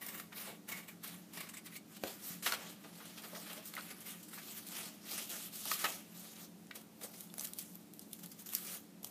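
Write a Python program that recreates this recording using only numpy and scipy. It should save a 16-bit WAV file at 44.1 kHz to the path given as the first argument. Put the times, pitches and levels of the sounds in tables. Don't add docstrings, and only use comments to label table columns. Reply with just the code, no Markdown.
import sys
import numpy as np
from scipy import signal
from scipy.io import wavfile
from scipy.ndimage import uniform_filter1d

SR = 44100
rng = np.random.default_rng(int(sys.argv[2]) if len(sys.argv) > 2 else 0)


def attenuation_scalar(level_db):
    decades = np.asarray(level_db, float) / 20
    return 10 ** decades


def transcribe(u):
    v = np.clip(np.atleast_2d(u).T, -1, 1)
    q = np.round(v * 32767).astype(np.int16)
    wavfile.write(sys.argv[1], SR, q)


N = 401310

# pitch_hz, level_db
TEAR_SPECTRUM = [(900, -39), (1800, -9.5), (3000, 0), (5000, 1), (8000, 2.5), (11000, 3), (14000, 5.5),
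                 (16500, -2)]
# pitch_hz, level_db
SHEET_SPECTRUM = [(300, -28), (1000, -7.5), (1200, 2.5), (1600, 0), (2200, 0.5), (3200, -2), (5000, -6.5),
                  (9000, -24)]
# pitch_hz, level_db
KNOCK_SPECTRUM = [(120, -20.5), (260, -14.5), (380, -4), (480, -6.5), (600, -4), (820, -6.5), (1100, -13.5),
                  (2500, -43.5)]
# start_s, flap_looseness_db, edge_tautness_db
GRIP_CURVE = [(0, -18, -2), (.47, -14.5, -4), (.7, -14, -3), (1.4, -9.5, -4), (1.75, -52, -3.5),
              (2.05, 2.5, -5), (2.3, -20, -2.5), (2.65, -3.5, -5), (3.3, -9.5, -3.5), (4.1, -18.5, -2.5),
              (5.2, -6, -4.5), (5.75, -16.5, -3.5), (5.9, -7, -4), (6.4, -7, -4), (7.05, -4, -2.5),
              (7.4, -14, -2), (8.4, -28, -3), (9.1, 4.5, -2.5)]


def evened(x):
    return x / np.sqrt(np.mean(x ** 2) + 1e-20)


def colour(x, points):
    hz, db = np.transpose(points)
    bins_hz = np.fft.rfftfreq(4096, 1 / SR)
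    log_gain = np.log(attenuation_scalar(np.interp(np.log(bins_hz + 1), np.log(hz), db)))
    circle = np.concatenate([log_gain, log_gain[-2:0:-1]])
    taps = np.fft.ifft(np.exp(np.conj(signal.hilbert(circle)))).real[:2048]
    return signal.oaconvolve(x, taps / np.linalg.norm(taps))[:N]


def ring(x, modes):
    t = np.arange(4096) / SR
    taps = np.zeros(len(t))
    for hz, width_hz, db in modes:
        decay = np.sqrt(4 * np.pi * width_hz / SR) * np.exp(-np.pi * width_hz * t)
        taps += attenuation_scalar(db) * decay * np.sin(2 * np.pi * hz * t)
    return signal.oaconvolve(x, taps)[:N]


def fibres(per_s, spread_db, clump_db, clump_s):
    window = int(clump_s * SR) + 1
    clumps = evened(uniform_filter1d(uniform_filter1d(rng.standard_normal(N), window), window))
    size = attenuation_scalar(spread_db * np.minimum(rng.exponential(1, (4, N)), 4) + clump_db * clumps)
    sign = rng.choice([-1., 1.], (4, N))
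    return evened(size * sign * (rng.random((4, N)) < per_s / SR))


def stroke_power():
    # peak_s, rise_s, fall_s, tearing_db, blades_over_tearing_db
    long_cuts = [(.02, 0.022, 0.3, -51, -7), (.19, 0.19, 0.096, -52, -8), (0.381, 0.066, 0.17, -48, -22),
                 (.47, 0.16, 0.13, -50.5, -7.5), (.692, 0.023, 0.13, -47.5, -5.5),
                 (.776, 0.075, 0.13, -53, -4), (.882, 0.014, 0.12, -57.5, -12),
                 (1.042, 0.035, 0.34, -52.5, -18), (1.338, .015, 0.22, -54.5, -19.5),
                 (1.39, 0.095, 0.27, -55, -7), (1.576, 0.065, 0.056, -56, -11),
                 (1.666, 0.028, 0.04, -51.5, -12), (1.766, 0.16, 0.027, -54, -15)]
    # peak_s, rise_s, fall_s, rubbing_db, sheet_over_rubbing_db
    turns = [(1.97, 0.11, 0.029, -51.5, -4), (2.08, 0.11, 0.16, -45, -8), (2.298, 0.25, 0.18, -45, -4),
             (2.446, 0.011, 0.16, -39, -9.5), (2.47, 0.027, 0.31, -45, 2), (2.704, 0.17, 0.076, -51.5, -9),
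             (3.26, 0.88, 0.21, -53.5, -2), (3.36, 0.1, 0.29, -51, -2), (3.54, 0.32, 0.26, -51, 2.5),
             (3.66, 0.032, 0.14, -47.5, -15), (3.78, 0.13, 0.76, -51, 1), (4.071, 0.041, 0.3, -46, -1.5),
             (4.34, 0.068, 0.27, -50, -2), (4.51, 0.2, 0.088, -46, -5.5), (4.58, 0.075, 0.13, -46.5, -6),
             (4.769, 0.19, 0.26, -43.5, -3.5), (4.87, 0.26, 0.052, -48, -5), (3.0, 0.5, 0.15, -59, -9),
             (5.124, 0.14, 0.43, -43, -9), (5.302, 0.017, 0.45, -45, -6), (5.47, 0.5, 0.025, -48, -25),
             (5.558, 0.07, 0.32, -44, -14), (5.724, 0.14, 0.1, -36, -7), (5.822, 0.092, 0.37, -40, -7)]
    # peak_s, rise_s, fall_s, tearing_db,
    # sheet_over_tearing_db
    trims = [(6.168, 0.059, 0.76, -53, -9), (6.446, 0.17, 0.031, -52, -5), (6.754, 0.029, 0.16, -55.5, -2),
             (7.044, 0.05, 0.068, -46.5, -3.5), (7.214, 0.34, 0.11, -51.5, -7.5),
             (7.43, 0.22, 0.18, -48, -4.5), (7.594, 0.057, 0.17, -46.5, -8.5),
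             (7.696, .1, 0.39, -59.5, -14), (7.938, .02, .6, -63.5, -19), (8.134, 0.025, 0.089, -54.5, -11),
             (8.256, 0.35, .3, -58, -17), (8.4, 0.032, 0.054, -48.5, -10), (8.54, 0.12, 0.35, -45, -8),
             (8.68, .12, 0.16, -47, -11), (8.75, 0.35, 0.067, -44.5, -4.5), (9.042, .027, 0.62, -55, -15)]
    # start_s (centre), half_width_s, depth_db
    pauses = [(1.25, .03, -4), (2.19, .03, -4), (2.58, .02, -5), (2.78, .03, -4), (2.92, .02, -4),
              (3.145, .025, -4), (3.62, .02, -4), (3.955, .03, -4), (4.18, .05, -4), (4.62, .03, -4),
              (5.5, .015, -4), (6.04, .06, -6), (6.55, .08, -8), (7.34, .04, -6)]
    fade_db, fade_bend = 27, 1.225
    rows = [(*row, 2.5 + 0.15 * blades_db, blades_db) for *row, blades_db in long_cuts]
    rows += [(*row, -43) for row in [*turns, *trims]]
    clock = np.arange(0, N, 32) / SR
    power = np.zeros((4, len(clock)))
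    for peak_s, rise_s, fall_s, db, sheet_db, blades_db in rows:
        away = np.where(clock < peak_s, (peak_s - clock) / rise_s, (clock - peak_s) / fall_s)
        shares = attenuation_scalar([-1.5, sheet_db - 5.5, sheet_db, blades_db])
        power += np.outer(shares, attenuation_scalar(db - fade_db * away ** fade_bend)) ** 2
    for s, half_s, depth_db in pauses:
        power *= attenuation_scalar(2 * depth_db * np.exp(-((clock - s) / half_s) ** 2))
    return np.array([np.interp(np.arange(N) / SR, clock, p) for p in power])


def efforts():
    # start_s, tearing_db, sheet_over_tearing_db
    cut_slips = [(0.013, -36, -10.5), (.085, -32.5, -13), (0.1425, -31, -12.5), (0.326, -52, 5.5),
                 (.3641, -45, -5), (.47, -43, -9), (.686, -38, -19), (0.716, -31.5, -10),
                 (.8816, -37, -10.5), (1.034, -31, -22), (1.074, -30, -25), (1.14, -38, -15),
                 (1.3334, -37, -16), (1.3718, -33, -10.5), (1.4046, -29, -13), (1.488, -32, -17),
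                 (1.536, -34.5, -11.5), (1.5684, -33, -14.5), (1.6631, -48, -14), (1.7444, -47, -18),
                 (1.7629, -33, -25)]
    # start_s, tearing_db, sheet_over_tearing_db
    turn_slips = [(2.424, -27, -12), (2.4433, -35, -19), (2.4607, -19.5, -4), (2.5314, -28.5, -5),
                  (2.838, -45, -6.5), (3.051, -38, -12), (3.1757, -37, -4), (3.235, -35.5, -6),
                  (3.3484, -46, 4), (3.497, -46, 9), (3.7784, -42, 6), (3.902, -33.5, -5),
                  (4.004, -36, -15), (4.228, -38.5, -31), (4.283, -39, -12), (4.3794, -42, -2),
                  (4.568, -34, -20), (4.666, -31.5, -36), (5.178, -25.5, -13.5), (5.2963, -27.5, -22),
                  (5.5258, -41, -9), (5.734, -22, -30), (5.7882, -25, -32), (5.839, -23.5, 1),
                  (6.17, -51, -14), (6.243, -37, -14.5)]
    # start_s, tearing_db, sheet_over_tearing_db
    trim_slips = [(6.754, -29, -14), (6.81, -41, -12), (7.011, -36, -5), (7.0325, -26, -15),
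                  (7.1365, -34.5, -9), (7.435, -27, -30), (7.5847, -25, -22), (8.012, -36, -21),
                  (8.1884, -37, -11), (8.231, -29, -16), (8.314, -33.5, -12), (8.3918, -73, -18),
                  (8.4597, -29, -19), (8.485, -34, -18), (9.0653, -38, -13)]
    power = stroke_power()
    grip_s, loose_db, _ = np.transpose(GRIP_CURVE)
    looseness = attenuation_scalar(np.interp(np.arange(N) / SR, grip_s, loose_db))
    power[2] = power[2] * looseness ** 2 + attenuation_scalar(-73) ** 2
    t = np.arange(8000) / SR
    # slips, t60 in s, blades over the sheet in dB
    for slips, t60, blades_db in [(cut_slips, 0.054, 9.5), (turn_slips, 0.09, -20.5), (trim_slips, 0.055, -20.5)]:
        for s, slip_db, sheet_db in slips:
            swell = (1 - np.exp(-t / 0.006)) * attenuation_scalar(slip_db - 8 - 60 * t / t60)
            shares = attenuation_scalar([0, sheet_db + 4.5, sheet_db - 5.0, sheet_db + blades_db])
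            part = power[:, round(s * SR) - 40:][:, :len(t)]
            part += np.outer(shares, swell[:part.shape[1]]) ** 2
    return np.sqrt(power)


def bending(x, patchy_db, tilt):
    hz, t, z = signal.stft(x, SR, nperseg=256)
    patches = rng.standard_normal(z.shape[::-1]).T
    for _ in range(2):
        patches = uniform_filter1d(uniform_filter1d(patches, size=7, axis=0), size=14, axis=1)
    grip_s, _, taut_db = np.transpose(GRIP_CURVE)
    crisp_db = np.interp(t, grip_s, taut_db + 3.345)
    slope = tilt * np.log2(np.clip(hz, 3000, 15000) / 9500)[:, None]
    bent = z * attenuation_scalar(patchy_db * evened(patches) + slope * crisp_db)
    return signal.istft(bent, SR, nperseg=256)[1][:N]


def cutting():
    # pitch_hz, width_hz, level_db
    blade_modes = [(1150, 90, -7), (1900, 160, -6), (2200, 220, -2), (2780, 200, -6), (3650, 110, -11)]
    # pitch_hz, width_hz, level_db
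    edge_modes = [(1195, 48, -31), (11500, 2400, -16), (14300, 2800, -3)]
    tear, sheet, flap, blades = efforts() * fibres(per_s=12000, spread_db=2.5, clump_db=1.1, clump_s=0.009)
    grinding = np.arange(N) / SR < 1.9
    edge = colour(tear, TEAR_SPECTRUM) + ring(grinding * tear, edge_modes)
    paper = bending(edge + colour(sheet, SHEET_SPECTRUM), patchy_db=2.0, tilt=1.98)
    return paper + colour(flap, KNOCK_SPECTRUM) + ring(blades, blade_modes)


def fan():
    # pitch_hz, width_hz, level_db
    fan_modes = [(176, 9, -61.5), (194, 8, -66), (297, 10, -70)]
    # pitch_hz, level_db (per Hz)
    air_spectrum = [(28, -9), (55, -20), (100, -7.5), (150, -11.5), (290, -0.5), (490, -13), (1000, -20),
                    (3650, -23.5), (16500, -26)]
    motor_hz, motor_db, air_db = 216.7, -64, -61.5
    tones = sum(ring(rng.standard_normal(N), [mode]) for mode in fan_modes)
    tones = signal.sosfilt(signal.butter(4, 150, "highpass", fs=SR, output="sos"), tones)
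    tones += np.sqrt(2) * attenuation_scalar(motor_db) * np.sin(2 * np.pi * motor_hz * np.arange(N) / SR)
    return tones + attenuation_scalar(air_db) * colour(rng.standard_normal(N), air_spectrum)


def swells(rows, sharpness):
    t, out = np.arange(8000) / SR, np.zeros(N)
    for s, db, hz, t60 in rows:
        note = evened(signal.lfilter(*signal.iirpeak(hz, sharpness, SR), rng.standard_normal(len(t))))
        out[round(s * SR):][:len(t)] += note * (1 - np.exp(-t / 0.0071)) * attenuation_scalar(db - 60 * t / t60)
    return out


def chatters():
    # start_s, level_db, pitch_hz, t60_s
    chatter_events = [(.015, -41.5, 2000, 0.066), (.715, -44.5, 2170, 0.23), (.765, -44, 2220, 0.13),
                      (.77, -46, 7300, 0.067), (1.07, -48, 8200, .05), (1.16, -50, 7300, .04),
                      (1.39, -47, 2250, 0.19), (1.567, -45, 2230, 0.063), (1.67, -54, 2200, .08),
                      (1.752, -40, 2200, 0.086), (1.49, -45, 8300, 0.056), (1.54, -46, 8000, 0.054),
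                      (1.57, -41, 8000, 0.059), (1.765, -44, 8100, .05), (.885, -43, 2350, 0.057),
                      (.72, -43, 1250, 0.054), (6.25, -62, 3800, .5), (6.3, -62, 7000, .5),
                      (6.3, -62, 11700, .5), (6.41, -56, 7000, .1), (4.08, -54, 2900, .2),
                      (1.72, -50, 2100, .1)]
    return swells(chatter_events, sharpness=14)


def breaks():
    # start_s, crack_db,
    # sheet_over_crack_db, pitch_hz
    ticks = [(0.065, -27.5, -21, 13900), (0.689, -31, -19, 13500), (2.14, -44, -32, 8000),
             (3.752, -30.5, -25, 13700), (5.179, -25, -20, 10200), (5.2728, -39, -19, 14400),
             (5.6542, -26, -17, 14300), (6.669, -46, -22, 9000), (7.2072, -30, -37, 11800),
             (7.3397, -31.5, -18, 11400), (7.3816, -27, -19.5, 10800), (7.395, -22.5, -27, 9600),
             (7.409, -25, -25, 9540), (7.4713, -28.5, -34, 8990), (7.534, -24.5, -40, 10000),
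             (7.5866, -27, -30, 13400), (7.5914, -28, -32, 9630), (7.5964, -29, -25, 10600),
             (7.7545, -33.5, -38, 13300), (7.936, -36, -38, 12100), (7.9935, -30.5, -30, 10100),
             (8.1135, -46, -30, 10000), (8.131, -40, -26, 3570), (8.131, -27, -34, 9700),
             (8.2601, -30.5, -38, 13300), (8.5226, -36, -34, 14100), (8.5345, -24, -23, 14300),
             (8.5502, -14.5, -52, 13400), (9.0305, -33, -31, 14400), (9.045, -24, -23, 13800),
             (2.4305, -35, -23, 6400), (2.539, -25, -20, 4500), (3.656, -38, -23, 12600),
                (3.967, -43, -25, 13500), (4.062, -38, -25, 9150), (4.687, -32, -25, 12600),
                (5.294, -30, -28, 11700), (5.3155, -32, -15, 3600), (6.7538, -41, -13, 7000),
                (7.4452, -27, -28, 9000), (7.4485, -24, -33, 9300), (7.4525, -25.5, -33, 10500),
                (8.194, -41, -30, 13900), (8.239, -41, -30, 13900), (8.4903, -31, -30, 13600),
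                (9.066, -38, -20, 10100), (9.0705, -36, -30, 13500)]
    # start_s, crack_db, sheet_over_crack_db, t60_s, pitch_hz
    buckles = [
        (.1984, -32.5, -13, 0.026, 2060),
        (2.5216, -23, -12, 0.017, 1490),
        (3.531, -30, -24, 0.013, 3160),
        (3.738, -33.5, -12, 0.014, 2170),
        (3.767, -35, -5, 0.0058, 1960),
        (5.7153, -23.5, -7, 0.017, 1250),
        (6.7105, -54, 10, 0.016, 1530),
    ]
    # start_s, crack_db, sheet_over_crack_db, pitch_hz
    taps = [
        (2.0369, -29, -3.5, 520),
    ]
    snapped = [(s, db, sheet_db, sheet_db - 5, 0.0084, hz) for s, db, sheet_db, hz in ticks]
    snapped += [(s, db, sheet_db, sheet_db - 20.5, t60, hz) for s, db, sheet_db, t60, hz in buckles]
    snapped += [(s, db, sheet_db, sheet_db - 5, 0.011, hz) for s, db, sheet_db, hz in taps]
    return snapped


def snaps():
    t = np.arange(4000) / SR
    crack, sheet, knock, tone = np.zeros((4, N + len(t)))
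    for s, crack_db, sheet_db, knock_db, t60, hz in breaks():
        spray = rng.standard_normal((3, len(t))) * attenuation_scalar(crack_db - 60 * t / t60)
        spray[0] *= 2.0 * (1 - np.exp(-t / 0.00059))
        spray[1:, :9] = 0.27 * attenuation_scalar(crack_db)
        dull = hz < 3500
        struck = attenuation_scalar(sheet_db + 12) * spray[1] if dull else attenuation_scalar(-5.0) * spray[0]
        at = slice(round(s * SR), round(s * SR) + len(t))
        tone[at] += signal.lfilter(*signal.iirpeak(hz, 5.5, SR), struck)
        crack[at] += attenuation_scalar(-13.0) * spray[0]
        sheet[at] += attenuation_scalar(sheet_db + 0.5) * spray[1]
        knock[at] += attenuation_scalar(knock_db + 2.5) * spray[2]
    paper = colour(crack, TEAR_SPECTRUM) + colour(sheet, SHEET_SPECTRUM)
    return paper + colour(knock, KNOCK_SPECTRUM) + tone[:N]


def wobbles():
    # start_s, level_db, pitch_hz, t60_s
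    wobble_events = [(.47, -48, 590, 0.25), (2.3, -44, 180, 0.076), (2.036, -42, 660, 0.095),
                     (2.84, -48, 610, 0.13), (3.238, -51, 620, 0.093), (3.325, -48, 550, 0.19),
                     (3.365, -45, 660, .09), (3, -47, 1300, .12), (2.523, -37, 1060, 0.096),
                     (3.77, -42, 1340, 0.12), (2.462, -32, 2800, .07), (5.4, -45, 1300, .05),
                     (.32, -40, 1300, .05), (4, -60, 600, .06), (3.575, -44, 570, 0.088),
                     (5.65, -43, 690, 0.095), (5.845, -39, 620, 0.17), (7.035, -45, 510, 0.087)]
    return swells(wobble_events, sharpness=2.9)


def pings():
    # start_s, level_db (peak), pitch_hz,
    # t60_s
    ping_events = [(2.0368, -24.5, 494, 0.013), (2.038, -32, 1540, .015), (2.046, -41.5, 370, .07),
                   (2.048, -41, 640, 0.046), (2.463, -32, 2970, 0.018), (2.474, -25.5, 2800, .012),
                   (2.481, -34, 3200, .015), (2.522, -26, 1410, 0.023), (2.522, -28, 4300, .025),
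                   (2.522, -31, 6400, 0.0077), (2.535, -30, 1280, 0.014), (3.349, -40, 1910, 0.019),
                   (3.361, -42, 1300, .025), (3.376, -45, 6930, .025), (3.379, -44, 650, .03),
                   (3.737, -39, 3560, .015), (3.7665, -35.5, 2010, 0.02), (3.776, -39, 1200, .03),
                   (3.789, -39, 1550, .02), (3.794, -40, 1600, .015), (4.0645, -43, 2120, .015),
                   (4.333, -44, 1330, .02), (4.3773, -41.5, 1170, .02), (5.18, -40, 1980, 0.014),
                   (5.536, -42, 4310, .015), (5.7153, -30.5, 1250, 0.028), (5.7155, -32, 6000, .012),
                   (5.715, -32, 2600, .015), (5.843, -31, 5350, .014), (5.845, -30, 2960, 0.018),
                   (5.846, -28.5, 1710, .03), (5.857, -30.5, 1180, .03), (5.864, -36, 2600, 0.044),
                   (6.709, -43.5, 1250, 0.025), (6.7105, -40.5, 1900, 0.025), (6.711, -45, 3700, 0.02),
                   (6.716, -49, 2220, .03), (7.395, -32, 6140, 0.014), (8.1135, -53, 3450, .015),
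                   (8.131, -41.5, 3510, 0.016), (8.131, -40, 13500, .02), (8.5505, -29, 4750, 0.01),
                   (8.5505, -27, 7500, .012), (9.045, -40.5, 4600, .015),
                   (3.22, -45, 9000, .02), (3.283, -45, 11000, .015), (3.808, -42, 4300, .02),
                    (3.984, -46, 9500, .012), (4.005, -43, 11000, .015), (4.229, -44, 12000, .015),
                    (4.295, -46, 9000, .012), (6.175, -42, 11500, .015), (6.195, -43, 12000, .02),
                    (6.206, -45, 12500, .015), (6.358, -47, 6500, .015), (6.365, -47, 3800, .015),
                    (7.3, -48, 3500, .02), (7.625, -42, 9500, .02), (8.42, -46, 11000, .02)]
    # pitch_ratio, level_db
    partners = [(1, 0), (.84, -8), (1.21, -7), (1.47, -12)]
    t, out = np.arange(4000) / SR, np.zeros(N + 4000)
    for s, db, hz, t60 in ping_events:
        modes = sum(attenuation_scalar(level_db) * np.sin(2 * np.pi * hz * ratio * t) for ratio, level_db in partners)
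        out[round(s * SR):][:len(t)] += (1 - np.exp(-t / 0.00062)) * attenuation_scalar(db - 60 * t / t60) * modes
    return out[:N]


def room(x, t60=0.21):
    taps = np.zeros(SR // 2)
    at = np.arange(150, len(taps) - 22, 22)
    taps[at + rng.integers(0, 22, len(at))] = rng.choice([-1., 1.], len(at))
    hz, t, z = signal.stft(taps, SR, nperseg=128)
    tail = signal.istft(z * attenuation_scalar(-60 * t * (1 + hz[:, None] / 9000) / t60), SR, nperseg=128)[1]
    return signal.oaconvolve(x, tail / np.linalg.norm(tail))[:N]


def scene():
    work = cutting() + chatters() + snaps() + wobbles() + pings()
    shift_hz = 0.906
    turn = np.pi * shift_hz * np.arange(N) / SR
    echoes = sum(room(work * np.sqrt(2 / 3) * np.cos(turn + k * np.pi / 3)) for k in range(3))
    return (work + attenuation_scalar(-11.5) * echoes + fan())[None]


def top_cut(x):
    return signal.sosfilt(signal.butter(12, 16340, fs=SR, output="sos"), x)


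def record(dry):
    thin = signal.sosfilt(signal.butter(3, 85, "highpass", fs=SR, output="sos"), dry)
    lowpass = signal.firwin(601, 15050, window=("kaiser", 8), fs=SR)
    limited = signal.oaconvolve(thin, lowpass[None], "same")
    above = thin - limited
    sudden = uniform_filter1d(above ** 2, size=200) > 5 * uniform_filter1d(above ** 2, size=3000)
    sparkle = attenuation_scalar(-30) * uniform_filter1d(1. * sudden, size=200) * above
    return top_cut(limited + sparkle)


dry = scene()
out = record(dry)
transcribe(out)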